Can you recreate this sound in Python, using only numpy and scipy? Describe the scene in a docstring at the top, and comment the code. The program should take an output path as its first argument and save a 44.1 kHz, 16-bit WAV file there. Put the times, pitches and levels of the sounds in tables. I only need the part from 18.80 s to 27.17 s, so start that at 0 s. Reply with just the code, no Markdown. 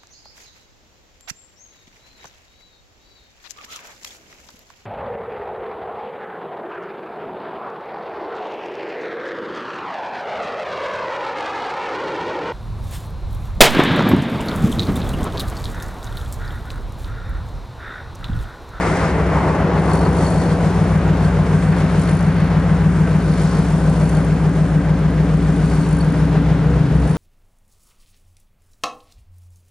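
"""We hear a comb of clean low exhaust tones, repeating every crank turn with one strong throb, under a roar.
A twelve-cylinder two-stroke diesel locomotive creeps at idle towards a footbridge over a rail yard.
Summed sines make the exhaust and low hum swells early and late; coloured noise makes the roar of fans
and gas, a broad rush that dies away in the first seconds, and air hiss. Noise through narrow resonances
makes the faint gear whine and the thin chatter of some metal part in the treble."""
import sys
import numpy as np
from scipy import signal
from scipy.fft import rfft, irfft, next_fast_len
from scipy.io import wavfile
from scipy.ndimage import uniform_filter1d

SR = 44100
rng = np.random.default_rng(int(sys.argv[2]) if len(sys.argv) > 2 else 0)


def put_to_file(sound):
    """Save the sound as 16-bit audio at rate SR, in the file named by the first command-line argument."""
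    columns = np.atleast_2d(sound).T  # one column per channel
    safe = np.clip(columns, -1, 1)
    whole_steps = np.round(safe * 32767)
    wavfile.write(sys.argv[1], SR, whole_steps.astype(np.int16))


N = 369116


def undb(db):
    """Turn decibels into an amplitude factor."""
    return 10 ** (np.asarray(db) / 20)


def curves(table):
    """Draw the columns of a timed table as sample-rate curves."""
    s, *columns = np.transpose(table)
    return [np.interp(np.arange(N) / SR, s, column) for column in columns]


def on_log(table, hz):
    """Read a frequency table along a logarithmic pitch axis."""
    table_hz, values = np.array(table)[:, 0], np.array(table)[:, 1]
    return np.interp(np.log(hz), np.log(table_hz), values)


def unit(x):
    """Scale to an rms of 1."""
    return x / np.sqrt(np.mean(x ** 2))


def walk(rate, size=N, sr=SR):
    """Random levels held 1 / rate s and slewed twice; spread near 1."""
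    hold = int(sr / rate)
    steps = np.repeat(rng.standard_normal(size // hold + 1), hold)
    return 1.3 * uniform_filter1d(uniform_filter1d(steps, hold), hold)[:size]


def swell(peak_s, rise_s, fall_s):
    """Gain that climbs and drops at steady dB rates round its peak; rise and fall in s per 10 dB."""
    late = np.arange(N) / SR - peak_s
    return undb(-10 * np.maximum(-late / max(rise_s, .005), late / max(fall_s, .005)))


def swells_gain(swells):
    """Sum of several swells, each at its own peak level."""
    return sum(undb(db) * swell(*shape) for *shape, db in swells)


def ring(x, hz, width, drift_hz=0.):
    """A resonance applied twice, its pitch free to drift; rms 1."""
    pole = np.exp((2j * np.pi * hz - 1.5 * np.pi * width) / SR)
    drift = np.exp(2j * np.pi * np.cumsum(drift_hz) / SR)
    return unit((signal.lfilter([1], np.poly([pole, pole]), x) * drift).real)


# likeness of the two microphone ports for spread-out sound: f/Hz, correlation
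PORT_LIKENESS = [(60, .998), (300, .97), (600, .92), (1400, .87), (2600, .82), (4200, .68), (7000, .8),
                 (12000, .8)]
# unrest of each noise: (common swell dB, flicker of each octave dB)
STEADY, SURGING, GUSTY = (.25, .8), (.6, 1.6), (.3, 1.3)


def air(spectrum, unrest):
    """Two-port noise of a given colour, rms 1; octaves swell together and flicker alone."""
    size = next_fast_len(N)
    hz = np.maximum(np.arange(size // 2 + 1) * SR / size, 1)
    same = np.clip(on_log(PORT_LIKENESS, hz), 0, 1)
    left, other = rfft(rng.standard_normal((2, size))) * undb(on_log(spectrum, hz))
    right = same * left + np.sqrt(1 - same ** 2) * other
    inside = (hz > spectrum[0][0]) & (hz < spectrum[-1][0])
    pair = np.array([left, right]) * inside
    swell_db, flicker_db = unrest
    step = 32  # samples per gain value
    count = N // step + 1
    out, common = 0, walk(1.97, count, SR / step)
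    for octave in range(5, 15):  # centred on 2 ** octave Hz, crossfading into its neighbours
        share = np.cos(np.pi / 2 * np.clip(np.log2(hz) - octave, -1, 1)) ** 2
        if share @ inside > 0:
            gain = undb(swell_db * common + flicker_db * walk(9, count, SR / step))
            out = out + irfft(pair * share, size)[:, :N] * np.repeat(gain, step)[:N]
    return unit(out)


# low tones: f/Hz at the start, glide/(Hz per s), start/turns
HUM_TONES = [(129.85, 0, 0), (65.4, 0, .5), (70.35, -.74, .13), (139.6, 0, .25)]
# one list of swells per low tone: peak t/s, rise and fall/(s per 10 dB), level/dB
HUM_SWELLS = ([(8.05, 0.68, 0.33, -19)], [(8.25, 0.96, .2, -21.5)], [(.45, .35, 1.1, -25.5),
              (1.4, 0.81, 0.62, -28.5)], [(.62, 0.21, .3, -28), (1.35, .3, .4, -35)])


def hum():
    """Clean low sines, not tied to the crank, perhaps from a second engine."""
    t = np.arange(N) / SR
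    out = 0
    for swells, (hz, glide, start) in zip(HUM_SWELLS, HUM_TONES):
        turns = hz * t + glide * t ** 2 / 2 + start
        out = out + swells_gain(swells) * np.sin(2 * np.pi * turns)
    return np.sqrt(2) * out


# colour of the rush: f/Hz, relative level/(dB per Hz)
RUSH_COLOUR = [(150, -30.5), (280, 2), (500, -1), (900, -4), (1500, -12), (2100, -15), (3000, -33),
               (5000, -65.5)]
# fader moves on the rush: t/s, level/dB, gain round 950 Hz/dB, gain above 1.2 kHz/dB
RUSH_FADERS = [(0, -21, -3, 6.5), (.1, -22.5, -1, 6.5), (.28, -27, -1, 11.5), (.37, -25, 2, 4.5),
               (.5, -23.5, 1.5, 0.5), (.56, -20.5, 3.5, 0), (.74, -23.5, 4.5, 2.5), (.8, -22, 1, -0.5),
               (1, -22.5, -1, 1), (1.05, -21, 4, -6), (1.24, -20.5, 1.5, -15), (1.32, -20.5, 1.5, -20),
               (1.5, -22.5, 1.5, -12), (1.62, -23, -1, -12), (2, -25, 0, -1), (3, -30, 0.5, 4.5),
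               (4.5, -28.5, -1.5, 1), (8.37, -30, -0.5, -5)]


def rush():
    """A broad noise rush that thins out; it surges in its middle, and its upper part comes and goes."""
    level_db, middle_db, bright_db = curves(RUSH_FADERS)
    noise = air(RUSH_COLOUR, GUSTY)
    middle = signal.sosfilt(signal.butter(1, [750, 1200], "band", fs=SR, output="sos"), noise)
    upper = signal.sosfilt(signal.butter(1, 1200, "high", fs=SR, output="sos"), noise)
    shaped = noise + middle * (undb(middle_db) - 1) + upper * (undb(bright_db) - 1)
    return shaped * undb(level_db)


# bouts of chatter, the hiss swelling with them:
# peak t/s, rise and fall/(s per 10 dB), high ring level/dB, low ring level/dB, hiss level/dB
CHATTER_BOUTS = [(.99, .02, .03, -56, -57, -55), (1.15, 0.1, 0.13, -44.5, -46.5, -44),
                 (1.25, .06, .03, -55, -43, -55), (1.45, 0.19, 0.24, -46.5, -47.5, -41),
                 (1.62, 0.068, .04, -56, -50, -42), (1.73, 0.043, .03, -65, -47, -43),
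                 (1.85, 0.043, 0.18, -62, -58, -43), (2.15, 0.37, 0.045, -52, -57, -52),
                 (2.46, 0.077, 0.054, -51, -51, -44.5), (2.68, 0.066, 0.54, -57, -54.5, -47),
                 (2.91, .02, .03, -50, -54, -47), (3, 0.052, 0.035, -47.5, -49.5, -44),
                 (3.2, 0.07, 0.22, -45.5, -50, -44), (3.28, 0.096, 0.2, -47, -56, -50),
                 (3.59, .04, 0.24, -56, -56, -58), (4.65, 0.39, 0.89, -48, -53, -43),
                 (5.3, 0.089, 0.14, -43.5, -51, -48), (6.93, 0.37, 0.18, -51.5, -53, -43),
                 (6.96, .02, .02, -60, -46, -60), (7.04, 0.04, .04, -59, -48, -46),
                 (7.12, 0.078, 0.25, -45.5, -53, -51), (7.21, .02, .025, -57, -45, -52),
                 (8.28, 0.16, 0.39, -50, -56, -50)]


def bouts():
    """Gains of high ring, low ring and hiss, the bouts adding in power."""
    power = 0
    for peak_s, rise, fall, *dbs in CHATTER_BOUTS:
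        power = power + (swell(peak_s, rise, fall) * undb(dbs)[:, None]) ** 2
    return np.sqrt(power)


HISS_DB = -50  # steady leak
PUFF_EDGE_S, PUFF_TOP_HZ = 0.0089, 6940  # time to rise or fall by 10 dB; low-pass corner
# colour of the hiss: f/Hz, relative level/(dB per Hz)
HISS_COLOUR = [(2000, -22), (3500, -4), (5000, -2.5), (7500, -4), (9500, -2), (11000, -12), (13000, -48)]
# puffs of let-off air: start t/s, length/s, level before dulling/dB
AIR_PUFFS = [(0.01, 0.16, -35.5), (0.17, 0.14, -37.5), (0.536, 0.23, -43.5)]


def hiss(rubbing):
    """Noise for a steady leak, duller puffs of air and the hiss that goes with the chatter."""
    t = np.arange(N) / SR
    puffs = 0
    for start, length, db in AIR_PUFFS:
        outside_s = np.maximum(0, np.maximum(start - t, t - start - length))
        puffs = puffs + undb(db - 10 * outside_s / PUFF_EDGE_S)
    noise = air(HISS_COLOUR, SURGING)
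    low_pass = signal.butter(1, PUFF_TOP_HZ, fs=SR, output="sos")
    dull = signal.sosfilt(low_pass, noise[:, ::-1])  # played backwards so it differs from the leak
    return noise * np.hypot(undb(HISS_DB), rubbing) + dull * puffs


WHINE_FLUTTER_DB = 1.2
# rough whines of the running gear: f/Hz, width/Hz, waver/Hz, glide/(Hz per s)
GEAR_WHINES = [(287, 10, .5, 0), (484, 4, 2, -.4), (1545, 60, 20, 0)]
# one list of swells per whine: peak t/s, rise and fall/(s per 10 dB), level/dB
GEAR_SWELLS = ([(1.1, 2.5, 1.7, -34)], [(.05, .3, .3, -35), (.7, .5, .6, -37.5), (1.75, .8, .2, -34.5),
               (7.93, .06, .6, -36), (8.18, .6, .15, -34.5)], [(2.5, 0.37, 2.2, -45),
               (4.5, .6, 0.35, -42.5), (5.3, 0.22, .2, -45), (6, 0.44, 0.6, -43), (7.2, 0.46, 0.97, -45.5)])


def whines():
    """Running gear: noise in narrow resonances that waver, glide and flutter."""
    t = np.arange(N) / SR
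    out = 0
    for (hz, width, waver_hz, glide), swells in zip(GEAR_WHINES, GEAR_SWELLS):
        tone = ring(rng.standard_normal(N), hz, width, waver_hz * walk(4) + glide * t)
        out = out + tone * undb(WHINE_FLUTTER_DB * walk(15)) * swells_gain(swells)
    return out


STROKE_HZ, STROKE_TICK = 52.17, 7.  # mean stroke rate; opening tick against the scrape
LOW_RING_RISE_HZ_PER_S, LOW_RING_FLICKER_DB = 12, 1.
LOW_RING_LEFT_DB = 6  # left port over right
# metal modes, the first the low ring, the rest the high ring: f/Hz, width/Hz, relative level/dB
METAL_MODES = [(4410, 125, 0), (5820, 150, -10), (6160, 100, -11), (7410, 180, -6), (9140, 150, 4),
               (9750, 120, -7), (10900, 110, -11), (12800, 110, -25), (13800, 70, -20)]


def chatter(high_gain, low_gain):
    """Rapid strokes, each a tick and a short scrape, ring narrow metal modes."""
    phase = np.cumsum(STROKE_HZ * (1 + 0.017 * walk(12))) / SR
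    stroke = phase.astype(int)
    # each stroke lands at its own random level, separately for low and high ring
    chance_db = 2. * rng.standard_normal((stroke[-1] + 1, 2))[stroke].T
    scrape = np.exp(-(phase % 1) / .35) * rng.standard_normal((2, N))
    tick = STROKE_TICK * np.diff(stroke, prepend=0)
    low_strokes, high_strokes = (scrape + tick) * undb(chance_db)
    (low_hz, low_width, low_db), *high_modes = METAL_MODES
    low = ring(low_strokes, low_hz, low_width, LOW_RING_RISE_HZ_PER_S * np.arange(N) / SR)
    low = low * undb(low_db + LOW_RING_FLICKER_DB * walk(14))
    high = sum(ring(high_strokes, hz, width) * undb(db) for hz, width, db in high_modes)
    pan = undb(LOW_RING_LEFT_DB * np.array([[.5], [-.5]]))
    return low * low_gain * pan + high * high_gain


# colour of the engine roar: f/Hz, relative level/(dB per Hz)
ROAR_COLOUR = [(20, -47), (35, -41), (60, -19), (85, -24), (110, -23), (140, -18.5), (165, -16.5),
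               (230, -18.5), (345, -23.5), (420, -20), (700, -29), (1200, -31.5), (1540, -31), (1750, -35),
               (2600, -40.5), (9000, -60.5), (11500, -58), (13000, -110)]
# roar fader before the firing pulse: t/s, level/dB
ROAR_FADER = [(0, -26), (3, -25), (4.5, -27), (6, -28), (7.5, -26), (8.37, -27.5)]


def roar(pulsing):
    """Noise of gas, blower and fans; it pulses a little with the firings."""
    return air(ROAR_COLOUR, STEADY) * undb(curves(ROAR_FADER)[0]) * pulsing


CRANK_HZ = 6.8393  # steady idle, before hunting
# the governor hunts round the idle speed: t/s, lead over a steady crank/turns
GOVERNOR_HUNT = [(0, .006), (.6, .0062), (1.2, .0125), (1.8, .0135), (2.4, .0073), (3.9, -.002),
                 (4.5, .002), (5.1, .0115), (5.5, .0132), (6.3, .0037), (6.8, .0037), (7.3, .0065),
                 (8.37, -.002)]


def crank():
    """Turns of the crank so far, steady rotation plus the smoothed hunting of the governor."""
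    return CRANK_HZ * np.arange(N) / SR + uniform_filter1d(curves(GOVERNOR_HUNT)[0], SR // 4)


FIRING_SCATTER_DB = .8
# gas puff of each of the twelve cylinders, in firing order: mean level/dB
CYLINDER_PUFFS = [-0.24, -0.57, -0.19, 0.049, 0.3, 0.48, 0.56, 0.31, 1.3, 1.1, 0.34, -0.74]


def throb(turns):
    """Gas level round the turn: each cylinder puffs at its own strength, a little different every time."""
    firing = turns * len(CYLINDER_PUFFS)
    count = np.arange(int(firing[-1]) + 2)
    db = np.array(CYLINDER_PUFFS)[count % len(CYLINDER_PUFFS)]
    db = db + FIRING_SCATTER_DB * rng.standard_normal(len(count))
    return undb(np.interp(firing, count, db))


START_TURN, SPREAD, SKEW = .747, .057, .0591  # throb position in turns; quadratic and cubic stagger
UPPER_ORDER, UPPER_TURNS = 33, (.86, -.036, -.009)  # upper tones' own puff: offset, slope, bend
BOOM_TOP_ORDER = 16  # tones below this are boom, the rest drone
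UNEVEN = (.9, .1)  # slow random drift of each tone's level and phase: dB, radians
# exhaust tones before the approach gains: multiple of crank rate, rms level far, midway, near/dB
EXHAUST_TONES = [(6, -45, -43, -40), (8, -37, -35, -33), (9, -31, -26, -24), (10, -36, -35, -35),
                 (12, -33, -30, -44), (13, -46, -43, -50), (14, -31, -26, -33), (15, -30, -29, -38),
                 (16, -40, -42, -41), (17, -44, -35, -36), (18, -48, -47, -46), (19, -41, -42, -43),
                 (20, -44, -48, -43), (21, -43, -42, -39), (22, -30, -25, -25), (23, -22, -18, -18),
                 (24, -33, -30, -34), (25, -26, -24, -29), (26, -27, -24, -27), (27, -30, -29, -30),
                 (28, -32, -30, -32), (29, -34, -29, -36), (31, -42, -40, -44), (32, -42, -43, -45),
                 (33, -42, -42, -36), (34, -54, -48, -42), (35, -45, -37, -35), (36, -48, -47, -45),
                 (37, -42, -38, -45), (38, -44, -46, -47), (39, -50, -48, -47), (40, -50, -50, -43),
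                 (41, -44, -43, -36), (42, -40, -44, -30), (43, -50, -50, -46), (59, -46, -39, -41)]
# approach: t/s, nearness (0 far, 1 midway, 2 and over near), drone gain/dB, boom gain/dB
APPROACH_MOVES = [(0, 0, -4, -1), (.5, 0.066, -2, 0.43), (1.5, 0, 1.5, 0.49), (2.2, 1.2, -1, 0.76),
                  (3.5, 0.47, 1.5, 0.28), (4.3, 1.17, 0.5, -0.1), (4.8, 1.63, 0.5, 0.076),
                  (6.5, 1.94, 0.5, 0.17), (8.2, 2.4, -.5, 0), (8.37, 1.5, -2, -0.18)]


def exhaust(turns):
    """Sines on the crank; staggered timing spreads puffs round the turn with one strongest throb."""
    step = 40  # samples per point; the sum is upsampled at the end
    near, drone_db, boom_db = (curve[::step] for curve in curves(APPROACH_MOVES))
    turn, out = turns[::step], 0
    for order, *dbs in EXHAUST_TONES:
        uneven_db, wobble = (spread * walk(3.006, len(turn), SR / step) for spread in UNEVEN)
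        if order >= UPPER_ORDER:
            offset_turns = np.polyval(UPPER_TURNS[::-1], order - UPPER_ORDER)
            phase = 2 * np.pi * (order * turn + offset_turns) + wobble
        else:
            above = order - 23  # distance from the order that is not staggered
            stagger = np.pi * above ** 2 * (SPREAD + SKEW * above)
            phase = 2 * np.pi * order * (turn - START_TURN) - stagger + wobble
        db = np.interp(near, range(len(dbs)), dbs)
        db = db + (boom_db if order < BOOM_TOP_ORDER else drone_db)
        out = out + undb(db + uneven_db) * np.cos(phase)
    return np.sqrt(2) * signal.resample_poly(out, step, 1)[:N]


def scene():
    """Mix all layers; the firings pulse the roar, the rush and the hiss."""
    turns = crank()
    high, low, rubbing = bouts()
    pulsing = throb(turns)
    background = hum() + (rush() + hiss(rubbing)) * pulsing
    return background + whines() + chatter(high, low) + roar(pulsing) + exhaust(turns)


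TOP_HZ = 14970  # low-pass edge
# left port over right port: f/Hz, level/dB
PORT_BALANCE = [(60, 1.5), (110, 1), (200, 2.5), (370, 1), (680, 0.5), (1260, 2), (2310, 0), (4250, 3),
                (7820, 2), (14400, 1)]
# lead of the left port: f/Hz, phase/radians
PORT_LEAD = [(300, 0.056), (3500, 0.4), (6500, 1.21), (9000, 2.06), (14000, 3.96)]


def record(dry):
    """The left port is nearer and a little more sensitive; the polarity is turned over; the top is cut."""
    size = next_fast_len(N + 64)
    hz = np.maximum(np.arange(size // 2 + 1) * SR / size, 1)
    tilt = undb(on_log(PORT_BALANCE, hz) / 2)
    response = [tilt, np.exp(-1j * on_log(PORT_LEAD, hz)) / tilt]
    ports = -irfft(rfft(dry, size) * response, size)[:, :N]
    return signal.sosfilt(signal.ellip(8, .2, 70, TOP_HZ, fs=SR, output="sos"), ports)


dry = scene()
out = record(dry)
put_to_file(out)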